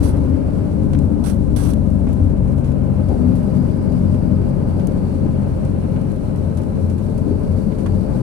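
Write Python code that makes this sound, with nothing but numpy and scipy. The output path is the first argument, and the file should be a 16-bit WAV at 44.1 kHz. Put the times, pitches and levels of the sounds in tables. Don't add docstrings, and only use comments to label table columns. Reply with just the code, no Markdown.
import sys
import numpy as np
from scipy import signal
from scipy.fft import rfft, irfft, next_fast_len
from scipy.io import wavfile
from scipy.ndimage import uniform_filter1d

SR = 44100
rng = np.random.default_rng(int(sys.argv[2]) if len(sys.argv) > 2 else 0)


def log_audio(samples):
    frames = np.atleast_2d(samples).T
    limited = np.clip(frames, -1, 1)
    pcm = np.round(limited * 32767).astype(np.int16)
    wavfile.write(sys.argv[1], SR, pcm)


N = 362502
TIME = np.arange(N) / SR
FFT_SIZE = next_fast_len(N)
FREQS = np.maximum(np.arange(FFT_SIZE // 2 + 1) * SR / FFT_SIZE, 1)

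DRONE_ORDERS = [2, 3, 4, 6, 11]
# time_s, crank_hz, then one level_db for each of DRONE_ORDERS
DRONE = [(0, 23.6, -24, -19, -25, -40, -26.5), (.4, 24.41, -29, -26, -35, -32, -24.5),
         (.7, 24.39, -32, -32, -27, -26.5, -43), (1.0, 24.04, -29, -22.5, -31, -23, -25.5),
         (1.2, 23.96, -31, -27.5, -38, -42, -42), (1.5, 23.76, -23.5, -21.5, -25.5, -25.5, -42),
         (2.1, 23.52, -27.5, -23.5, -28.5, -32.5, -30), (2.4, 23.21, -22.5, -23, -26, -27, -48),
         (2.9, 22.71, -34, -27, -25, -22.5, -58), (3.1, 22.57, -30, -20, -20, -30, -31),
         (3.3, 22.75, -28, -30, -31, -26.5, -30), (3.8, 22.63, -38, -36, -31.5, -27, -32),
         (4.1, 22.59, -32, -32, -18, -26, -27.5), (4.4, 22.54, -31, -32, -24.5, -31, -35),
         (4.65, 22.52, -32, -40, -28, -28, -43), (5.2, 22.5, -33, -37, -26, -29.5, -49),
         (6.0, 22.1, -30, -43, -28, -27.5, -45), (6.6, 21.61, -39, -46, -30, -38, -43),
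         (7.4, 21.2, -32, -48, -30, -33, -37), (8.22, 21.07, -29, -32, -36, -27.5, -50)]
# time_s, pan_db (left minus right)
DRONE_PAN = [(0, 4), (1.6, 10.5), (3.2, 7.5), (4.3, 4), (5.4, -2), (6.4, 4.5), (8.22, 8)]
# order, level_db
OVERTONES = [(1, -42), (5, -34.5), (7, -37.5), (8, -34), (9, -33.5)]
# time_s, gain_db
ENGINE_LOAD = [(0, -2), (1.2, -0.5), (1.8, -0.5), (2.9, -3.5), (3.5, 3), (4.1, 2.5), (5, 2), (6, -0.5),
               (7.2, 0), (8.22, -2)]
# time_s, level_db
FAN_HUM = [(0, -28.5), (.5, -31.5), (1.0, -29.5), (1.4, -32.5), (2.1, -30), (2.6, -42), (3.5, -42),
           (8.22, -52)]

# time_s, rumble_db, roar_db
ROAD_SHAKE = [(0.0, -20, -31), (0.6, -23, -32.5), (0.73, -20, -32.5), (2.31, -21, -34), (4.0, -21, -32),
              (6.27, -23.5, -33.5), (7.28, -22.5, -34), (7.78, -24, -33), (8.22, -23, -32.5)]
# freq_hz, left_db_per_hz, right_db_per_hz
ROAD_COLOUR = [(15, -71, -66), (24, -52, -44), (34, -55, -42.5), (57, -43.5, -56), (75, -39.5, -52),
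               (117, -44.5, -46), (289, -46.5, -54), (320, -50, -62), (490, -58.5, -65), (678, -66, -68),
               (988, -71, -76), (1553, -83.5, -77), (1774, -91, -84), (2330, -87.5, -86.5),
               (2920, -102, -88), (3620, -112, -100)]
# freq_hz, share (0-1)
ROAD_LIKENESS = [(60, 0.66), (130, 0.24), (290, 0.25), (640, 0.18), (1400, 0)]
# pitch_hz, width_hz, level_db, pan_db
CABIN_MODES = [(111.3, 4.9, -41.5, -9), (142.2, 14.7, -31.5, 22), (158, 20, -35.5, -7),
               (191.3, 15, -30.5, 34), (212, 22.6, -32, 33), (242.6, 21, -34.5, 25), (290.6, 10, -38, 33),
               (362, 18, -47, 15), (402, 20.5, -41, 35), (531.7, 30, -39.5, 29), (599, 41, -42.5, 29),
               (699.6, 12, -55.5, 26), (800, 43, -55.5, 30), (868, 46, -53.5, 36), (1007, 25, -56, 29),
               (1261, 22, -63.5, -20)]
# time_s, gain_db
TYRE_HISS = [(0, 3), (1.2, -2), (2.2, -2), (3.2, 1.5), (4.5, .5), (5.8, 2), (7, -1.5), (8.22, 0.5)]
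# time_s, level_db
DRAUGHT_SWELL = [(0.0, -57), (0.18, -63), (1.24, -64.5), (1.62, -63.5), (2.7, -66), (3.34, -62),
                 (4.17, -63.5), (7.26, -63.5), (8.22, -61)]
# freq_hz, left_db_per_hz, right_db_per_hz
DRAUGHT_COLOUR = [(1500, -115, -100), (3100, -108, -96), (4070, -110, -90.5), (5100, -112, -94),
                  (5760, -112, -92), (6400, -112, -96.5), (7330, -112, -95), (8800, -112, -90.5),
                  (10560, -113, -93), (12100, -116, -101), (15500, -117, -110)]
# time_s, level_db
BOOM_MURMUR = [(0, -27), (1.2, -29.5), (2.2, -26.5), (4.2, -32.5), (5.5, -31.5), (8.22, -30.5)]
# peak_s, length_s, level_db, pitch_hz
BOOM_THROBS = [(0.392, 0.46, -19.5, 81.8), (0.999, 0.29, -21, 86), (2.219, .1, -16.5, 88),
               (2.825, 0.29, -23.5, 89.3), (3.101, .14, -25, 84.5), (3.24, 0.13, -18.5, 83),
               (3.66, 0.15, -21.5, 85.03), (4.004, 0.19, -24, 85.4), (4.42, .25, -21, 88),
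               (4.757, 0.19, -17.5, 87.6), (5.219, 0.28, -18.5, 88.2), (5.754, 0.15, -21, 86.6),
               (6.449, 0.22, -22, 87.46), (6.859, 0.25, -21.5, 88.1), (7.084, 0.23, -23, 86.8),
               (7.361, 0.23, -22, 88.2), (7.539, 0.16, -21, 87.4), (7.909, 0.24, -21, 88.54)]
# time_s, pitch_hz, level_db
TURBO_GLIDE = [(0, 4634, -75), (.6, 4560, -69), (.9, 4390, -85), (2.97, 4530, -84), (3.05, 4550, -67),
               (3.2, 4690, -69), (3.45, 4770, -67.5), (3.75, 4795, -66), (4.2, 4760, -67), (4.6, 4650, -69),
               (5.1, 4480, -66.5), (5.8, 4300, -72), (6.6, 4134, -69), (6.95, 4350, -74), (7.2, 4520, -69),
               (7.7, 4530, -66.5), (8.22, 4640, -67)]

# start_s, open_s, gain_db, sag_db_per_s
BRAKE_PUFFS = [(0.028, 0.058, 0, -23), (1.239, 0.019, 3, -330), (1.26, 0.042, 4.5, -95),
               (1.561, 0.0085, 5.5, -250), (1.572, 0.1, 1.5, -32), (1.69, 0.0099, 0, -20)]
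# freq_hz, left_db_per_hz, right_db_per_hz
JET_COLOUR = [(600, -63, -70), (1400, -76.5, -73.5), (2030, -91, -78), (3550, -99, -78.5),
              (6100, -105, -80.5), (6950, -110, -86.5), (7960, -108, -79), (10200, -106, -75.5),
              (12200, -112, -83), (15500, -120, -92)]
# pitch_hz, width_hz, gain_db
NOZZLE_MODES = [(1570, 92, -3), (4160, 130, -3), (5830, 150, 2), (6200, 180, 2), (7660, 40, 5),
                (7990, 40, 1), (8300, 45, 2), (8820, 80, 4), (9480, 90, 6), (10100, 70, 4),
                (11500, 200, -6), (13280, 40, 0)]
# start_s, level_db, pan_db, brightness_hz, t60_s
TRIM_TICKS = [(.171, -53, -21, 8000, 0.037), (.835, -56, 2, 6000, .03), (0.933, -39.5, -24, 4800, 0.028),
              (.948, -38, 1, 2100, 0.051), (.989, -44.5, -28, 7500, .022), (1.049, -61, -11, 8000, .02),
              (1.735, -41, -24, 7980, 0.027), (1.902, -51, -2, 7000, 0.041), (2.069, -43, -13, 2194, 0.22),
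              (2.089, -52.5, -22, 6090, 0.52), (2.129, -50, -22, 10100, .05), (2.299, -54, -20, 6000, .09),
              (2.477, -54, -20, 7010, .14), (2.579, -53.5, -22, 8014, 0.19), (2.644, -50, -24, 7000, 0.27),
              (2.68, -51, -12, 2600, .15), (2.719, -47, 4, 4030, .025), (3.086, -47, 5, 6060, 0.082),
              (3.355, -49, -24, 9040, 0.16), (3.429, -54, -24, 8000, 0.091), (3.92, -55, -21, 8000, .14),
              (4.144, -50, -17, 7000, .04), (4.795, -48, -23, 3524, .2), (4.871, -40, -28, 11270, 0.022),
              (5.65, -50, -23, 7000, .06), (5.961, -43.5, -19, 2000, 0.064), (6.013, -52, -21, 8000, 0.043),
              (6.117, -52, -20, 8000, 0.042), (6.16, -54, -22, 8000, .05), (6.359, -51, -21, 8000, .12),
              (6.572, -47, -27, 6810, 0.13), (6.619, -53, -22, 8000, 0.029), (6.634, -51, -22, 8000, .04),
              (6.754, -54, -20, 6010, 0.071), (6.898, -48, -24, 7010, 0.19), (6.98, -51, -28, 7010, 0.13),
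              (7.065, -54, -21, 8000, 0.027), (7.177, -49.5, -26, 8990, 0.15),
              (7.72, -44, -14, 2400, 0.088), (7.785, -51, -28, 7024, 0.29), (7.859, -34.5, 0, 1200, 0.091),
              (7.863, -43, -19, 6024, .04)]
# pitch_hz, width_hz, gain_db
TRIM_MODES = [(850, 340, 3), (1550, 570, 2), (2290, 560, 2.5), (3240, 1300, -1.5), (6150, 2700, -2),
              (9350, 1600, 6.5), (13000, 3300, 1)]
# start_s, thud_db, thud_hz, slap_db, slap_brightness_hz, t60_s
SEAMS = [(.93, -21, 220, -39, 900, 0.2), (3.09, -25, 280, -24, 2500, 0.69),
         (3.47, -17, 189, -30.5, 900, 0.29), (3.89, -18.5, 190, -33, 1490, 0.38),
         (4.76, -27, 204, -30, 1500, 0.79), (4.88, -25, 287, -34, 600.4, 0.33),
         (5.21, -16.5, 198, -29.5, 1000, 0.24), (5.25, -23, 290, -38, 800, 0.35),
         (6.66, -24, 220, -34, 800, 0.38), (7.26, -26, 285, -24.5, 520, 0.49),
         (7.66, -16.5, 210, -33, 560, 0.36), (7.94, -18, 192, -37, 560, 0.35)]
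# freq_hz, relative_db
SLAP_COLOUR = [(100, -22), (280, -2.5), (360, -3.5), (405, 5.5), (460, -3.5), (620, -6), (790, -12),
               (1000, -26.5), (1600, -36), (3000, -58), (8000, -74)]

SURGE_ORDERS = [8, 11]
# peak_s, then one level_db for each of SURGE_ORDERS
SURGES = [(3.28, -25, -21), (3.61, -24.5, -21.5), (3.95, -20, -22.5), (4.29, -29, -22.5)]
# time_s, level_db
BELT_LEVEL = [(0, -62), (6.25, -58), (6.48, -42.5), (7.1, -42), (7.45, -39), (8.22, -39)]
# order, gain_db
BELT_PARTIALS = [(16.36, -3.5), (20.46, 0)]
# pitch_hz, level_db, t60_s
FLOOR_MODES = [(189.8, -15, .06), (266, -6.5, 0.053), (404.3, -15.5, 0.15)]


def from_db(db):
    return 10 ** (np.asarray(db) / 20)


def rms_one(x):
    return x / np.sqrt(np.mean(x ** 2) + 1e-20)


def in_time(rows):
    time_s, *columns = np.transpose(rows)
    return [np.interp(TIME, time_s, column) for column in columns]


def in_hz(rows):
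    hz, *columns = np.transpose(rows)
    return np.array([np.interp(np.log(FREQS), np.log(hz), column) for column in columns])


def white():
    return rfft(rng.standard_normal(FFT_SIZE)) * np.sqrt(SR / 2)


def white_pair():
    return np.array([white(), white()])


def wave(spectrum):
    return irfft(spectrum, FFT_SIZE)[..., :N]


def drift(rate_hz):
    knots = rng.standard_normal(4096)
    return rms_one(np.interp(TIME * rate_hz, np.arange(len(knots)), knots))


def resonate(x, hz, width_hz):
    radius = np.exp(-np.pi * width_hz / SR)
    feedback = [1, -2 * radius * np.cos(2 * np.pi * hz / SR), radius ** 2]
    return signal.lfilter(np.array([1, 0, -1]) * (1 - radius ** 2) / 2, feedback, x + 1e-18)


def shaken(hz, width_hz):
    detune = (FREQS - hz ** 2 / FREQS) / (np.pi / 2 * width_hz)
    return rms_one(wave(white() / (1 + detune ** 2)))


def even(x, samples):
    power = uniform_filter1d(np.mean(np.atleast_2d(x) ** 2, axis=0), size=samples)
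    return x * np.sqrt(power.mean() / (power + 1e-12))


def swell(db):
    return from_db(db - np.median(db))


def arch(peak_s, length_s):
    return np.cos(np.pi * np.clip((TIME - peak_s) / length_s, -.5, .5))


def place(x, pan_db):
    gains = from_db(np.array([[1], [-1]]) * pan_db / 2)
    return x * gains / gains.mean(axis=0)


def two_ears(phase, apart_rad):
    return np.sqrt(2) * np.sin(phase + np.array([[apart_rad], [-apart_rad]]) / 2)


def crank_angle():
    return 2 * np.pi * np.cumsum(in_time(DRONE)[0]) / SR


def engine(slip_rad_per_order=0.045, ring_hz=185.9, ring_width_hz=10, ring_db=6, fan_order=12.26):
    crank_hz, *drone_levels = in_time(DRONE)
    angle, low_pan_db = crank_angle(), in_time(DRONE_PAN)[0]
    load_db, fan_db = in_time(ENGINE_LOAD)[0], in_time(FAN_HUM)[0]

    def partial(order, level_db, waver_db=0):
        phase = order * angle + rng.uniform(0, 2 * np.pi) + slip_rad_per_order * order * drift(7.3)
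        lift_db = ring_db / (1 + (2 * (order * crank_hz - ring_hz) / ring_width_hz) ** 2)
        tone = from_db(level_db + lift_db + waver_db * drift(14)) * two_ears(phase, apart_rad=0.78)
        return place(tone, low_pan_db if order < 7 else 13)

    drone = sum(partial(order, db) for order, db in zip(DRONE_ORDERS, drone_levels))
    overtones = sum(partial(order, db + load_db, waver_db=2) for order, db in OVERTONES)
    fan = partial(fan_order, fan_db) + partial(12, fan_db - 5)
    return drone + overtones + fan


def road(flutter_db=0.59, body_top_hz=320, hiss_from_hz=1300, floor_cutoff_hz=4200):
    rumble_gain, roar_gain = (swell(db) for db in in_time(ROAD_SHAKE))
    share = np.clip(in_hz(ROAD_LIKENESS), 0, 1)
    noise = np.sqrt(share) * white() + np.sqrt(1 - share) * white_pair()
    noise *= from_db(in_hz(ROAD_COLOUR))
    noise /= np.sqrt(1 + (FREQS / floor_cutoff_hz) ** 12)
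    low_band = 1 / (1 + (FREQS / body_top_hz) ** 4)
    high_band = 1 / (1 + (hiss_from_hz / FREQS) ** 4)
    rumble, roar = wave(noise * low_band), wave(noise * (1 - low_band - high_band))
    hiss = wave(noise * high_band) * from_db(in_time(TYRE_HISS)[0])
    for hz, width_hz, db, pan_db in CABIN_MODES:
        mode = place(shaken(hz, width_hz) * from_db(db), pan_db)
        if hz < body_top_hz:
            rumble += mode
        else:
            roar += mode
    bed = even(rumble, samples=4400) * rumble_gain + even(roar, samples=6000) * roar_gain + hiss
    return bed * from_db(flutter_db * drift(25))


def draught(flicker_db=1.0):
    hiss = wave(white_pair() * from_db(in_hz(DRAUGHT_COLOUR)))
    return hiss * swell(in_time(DRAUGHT_SWELL)[0]) * from_db(flicker_db * drift(40))


def cabin_boom(pitch_hz=87.5, width_hz=6.7, slip_rad=0.26, murmur_waver_db=0.5, throb_waver_db=1.2):
    air = even(shaken(pitch_hz, width_hz), samples=9000)
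    air *= from_db(in_time(BOOM_MURMUR)[0] + murmur_waver_db * drift(10))
    wander = slip_rad * drift(5)
    for peak_s, length_s, db, hz in BOOM_THROBS:
        envelope = from_db(db + throb_waver_db * drift(30)) * arch(peak_s, length_s)
        phase = 2 * np.pi * hz * (TIME - peak_s) + rng.uniform(0, 2 * np.pi) + wander
        air = air + envelope * two_ears(phase, apart_rad=0.55)
    return place(air, pan_db=4.9)


def gliding_band(curve, width_hz):
    hz, level_db = in_time(curve)
    blur = wave(white_pair() / (1 + (2 * FREQS / width_hz) ** 2))
    phase = 2 * np.pi * np.cumsum(hz) / SR
    return rms_one(blur[0] * np.cos(phase) + blur[1] * np.sin(phase)) * from_db(level_db)


def turbo_whine(core_db=-10, band_db=-1.5, breath_db=-5):
    core = from_db(core_db) * gliding_band(TURBO_GLIDE, width_hz=90) * swell(in_time(TURBO_GLIDE)[1])
    band = from_db(band_db) * gliding_band(TURBO_GLIDE, width_hz=380)
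    breath = from_db(breath_db) * gliding_band(TURBO_GLIDE, width_hz=1100)
    return place(core + band + breath, pan_db=-24)


def air_brakes(attack_s=0.00099, closing_db_per_s=350, sputter_db=1.5, echo_gain=0.13):
    flow = np.zeros(N)
    for start_s, open_s, db, sag_db_per_s in BRAKE_PUFFS:
        age = np.maximum(TIME - start_s, 0)
        fall_db = sag_db_per_s * np.minimum(age, open_s) - closing_db_per_s * np.maximum(age - open_s, 0)
        flow = np.maximum(flow, np.minimum(age / attack_s, 1) * from_db(db + fall_db))
    hiss = wave(white_pair() * from_db(in_hz(JET_COLOUR)))
    jet = hiss * flow * from_db(sputter_db * drift(150))
    jet += sum(from_db(db) * resonate(jet, hz, width_hz) for hz, width_hz, db in NOZZLE_MODES)
    lags = (rng.uniform(0.00073, 0.01, size=10) * SR).astype(int)
    echoes = echo_gain * sum(np.roll(jet, lag, axis=1) for lag in lags)
    return (jet + echoes) / np.sqrt(1 + len(lags) * echo_gain ** 2)


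def trim_tick(brightness_hz, t60_s, contact_boost=0.46, thin_hz=5500, tiny_part_hz=12000):
    age = np.arange(SR // 4) / SR
    chatter = rng.standard_normal(len(age)) * from_db(1.3 * rng.standard_normal(len(age)))
    force = chatter * from_db(-60 * age / t60_s) * (1 + contact_boost * np.exp(-age / 0.0018))
    ring = sum((-1) ** k * from_db(db) * resonate(force, hz, width_hz)
               for k, (hz, width_hz, db) in enumerate(TRIM_MODES))
    ring = signal.sosfilt(signal.butter(2, brightness_hz, fs=SR, output="sos"), ring)
    low_cut_hz = thin_hz * min(brightness_hz / tiny_part_hz, 1) ** 4
    ring = signal.sosfilt(signal.butter(2, low_cut_hz, "high", fs=SR, output="sos"), ring)
    return ring / np.sqrt(np.mean(ring[:SR // 250] ** 2))


def trim_rattles(faint_count=30, faint_db=-60, spread_db=5, faint_t60_s=0.022):
    faint = [(when * N / SR, faint_db + spread_db * size, -8 - 14 * side, 2500 + 5000 * tone, faint_t60_s)
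             for when, size, side, tone in rng.random((faint_count, 4))]
    out = np.zeros((2, N))
    for start_s, db, pan_db, brightness_hz, t60_s in TRIM_TICKS + faint:
        start = int(start_s * SR)
        sides = np.array([trim_tick(brightness_hz, t60_s) for _ in range(2)])
        tick = place(sides, pan_db)[:, :N - start]
        out[:, start:start + tick.shape[1]] += from_db(db) * tick
    return out


def seam_bumps(attack_s=0.0082):
    out = np.zeros(N)
    slap_spectrum = white() * from_db(in_hz(SLAP_COLOUR)[0])
    for start_s, thud_db, thud_hz, slap_db, brightness_hz, t60_s in SEAMS:
        age = np.maximum(TIME - start_s, 0)
        envelope = np.minimum(age / attack_s, 1) * from_db(-60 * age / t60_s)
        slap = rms_one(wave(slap_spectrum / (1 + (FREQS / brightness_hz) ** 4)))
        thud = even(shaken(thud_hz, width_hz=0.15 * thud_hz), samples=2200)
        out += (thud * from_db(thud_db) + slap * from_db(slap_db)) * envelope
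    return place(out, pan_db=17)


def engine_surges(length_s=0.21, slip_rad=0.35):
    angle, out = crank_angle(), np.zeros((2, N))
    for peak_s, *levels in SURGES:
        for order, db in zip(SURGE_ORDERS, levels):
            phase = order * angle + rng.uniform(0, 2 * np.pi) + slip_rad * drift(22)
            out += from_db(db) * arch(peak_s, length_s) * two_ears(phase, apart_rad=0.9)
    return place(out, pan_db=14)


def belt_whine(waver_db=0.55, slip_rad=0.2):
    angle, level_db = crank_angle(), in_time(BELT_LEVEL)[0]
    out = np.zeros((2, N))
    for order, db in BELT_PARTIALS:
        gain = from_db(level_db + db + waver_db * drift(6))
        out += gain * two_ears(order * angle + slip_rad * drift(4), apart_rad=0.7)
    return place(out, pan_db=14)


def suspension_knock(start_s=7.3085, attack_s=0.0025):
    age = np.maximum(TIME - start_s, 0)
    ring = sum(np.sin(2 * np.pi * hz * age) * from_db(db - 60 * age / t60_s)
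               for hz, db, t60_s in FLOOR_MODES)
    return place(ring * np.minimum(age / attack_s, 1), pan_db=13.3)


def scene():
    bed = engine() + road() + draught() + cabin_boom() + turbo_whine()
    return (bed + air_brakes() + trim_rattles() + seam_bumps()
            + engine_surges() + belt_whine() + suspension_knock())


def record(dry, low_cut_hz=16, ceiling=0.95, fade_s=0.004, high_cut_hz=15800):
    trimmed = signal.sosfilt(signal.butter(2, low_cut_hz, "high", fs=SR, output="sos"), dry)
    rounded = trimmed / (1 + (trimmed / ceiling) ** 6) ** (1 / 6)
    to_edge_s = np.minimum(TIME, TIME[-1] - TIME)
    fade = np.sin(np.pi / 2 * np.minimum(to_edge_s / fade_s, 1)) ** 2
    return signal.sosfilt(signal.ellip(10, .1, 80, high_cut_hz, fs=SR, output="sos"), rounded * fade)


dry = scene()
out = record(dry)
log_audio(out)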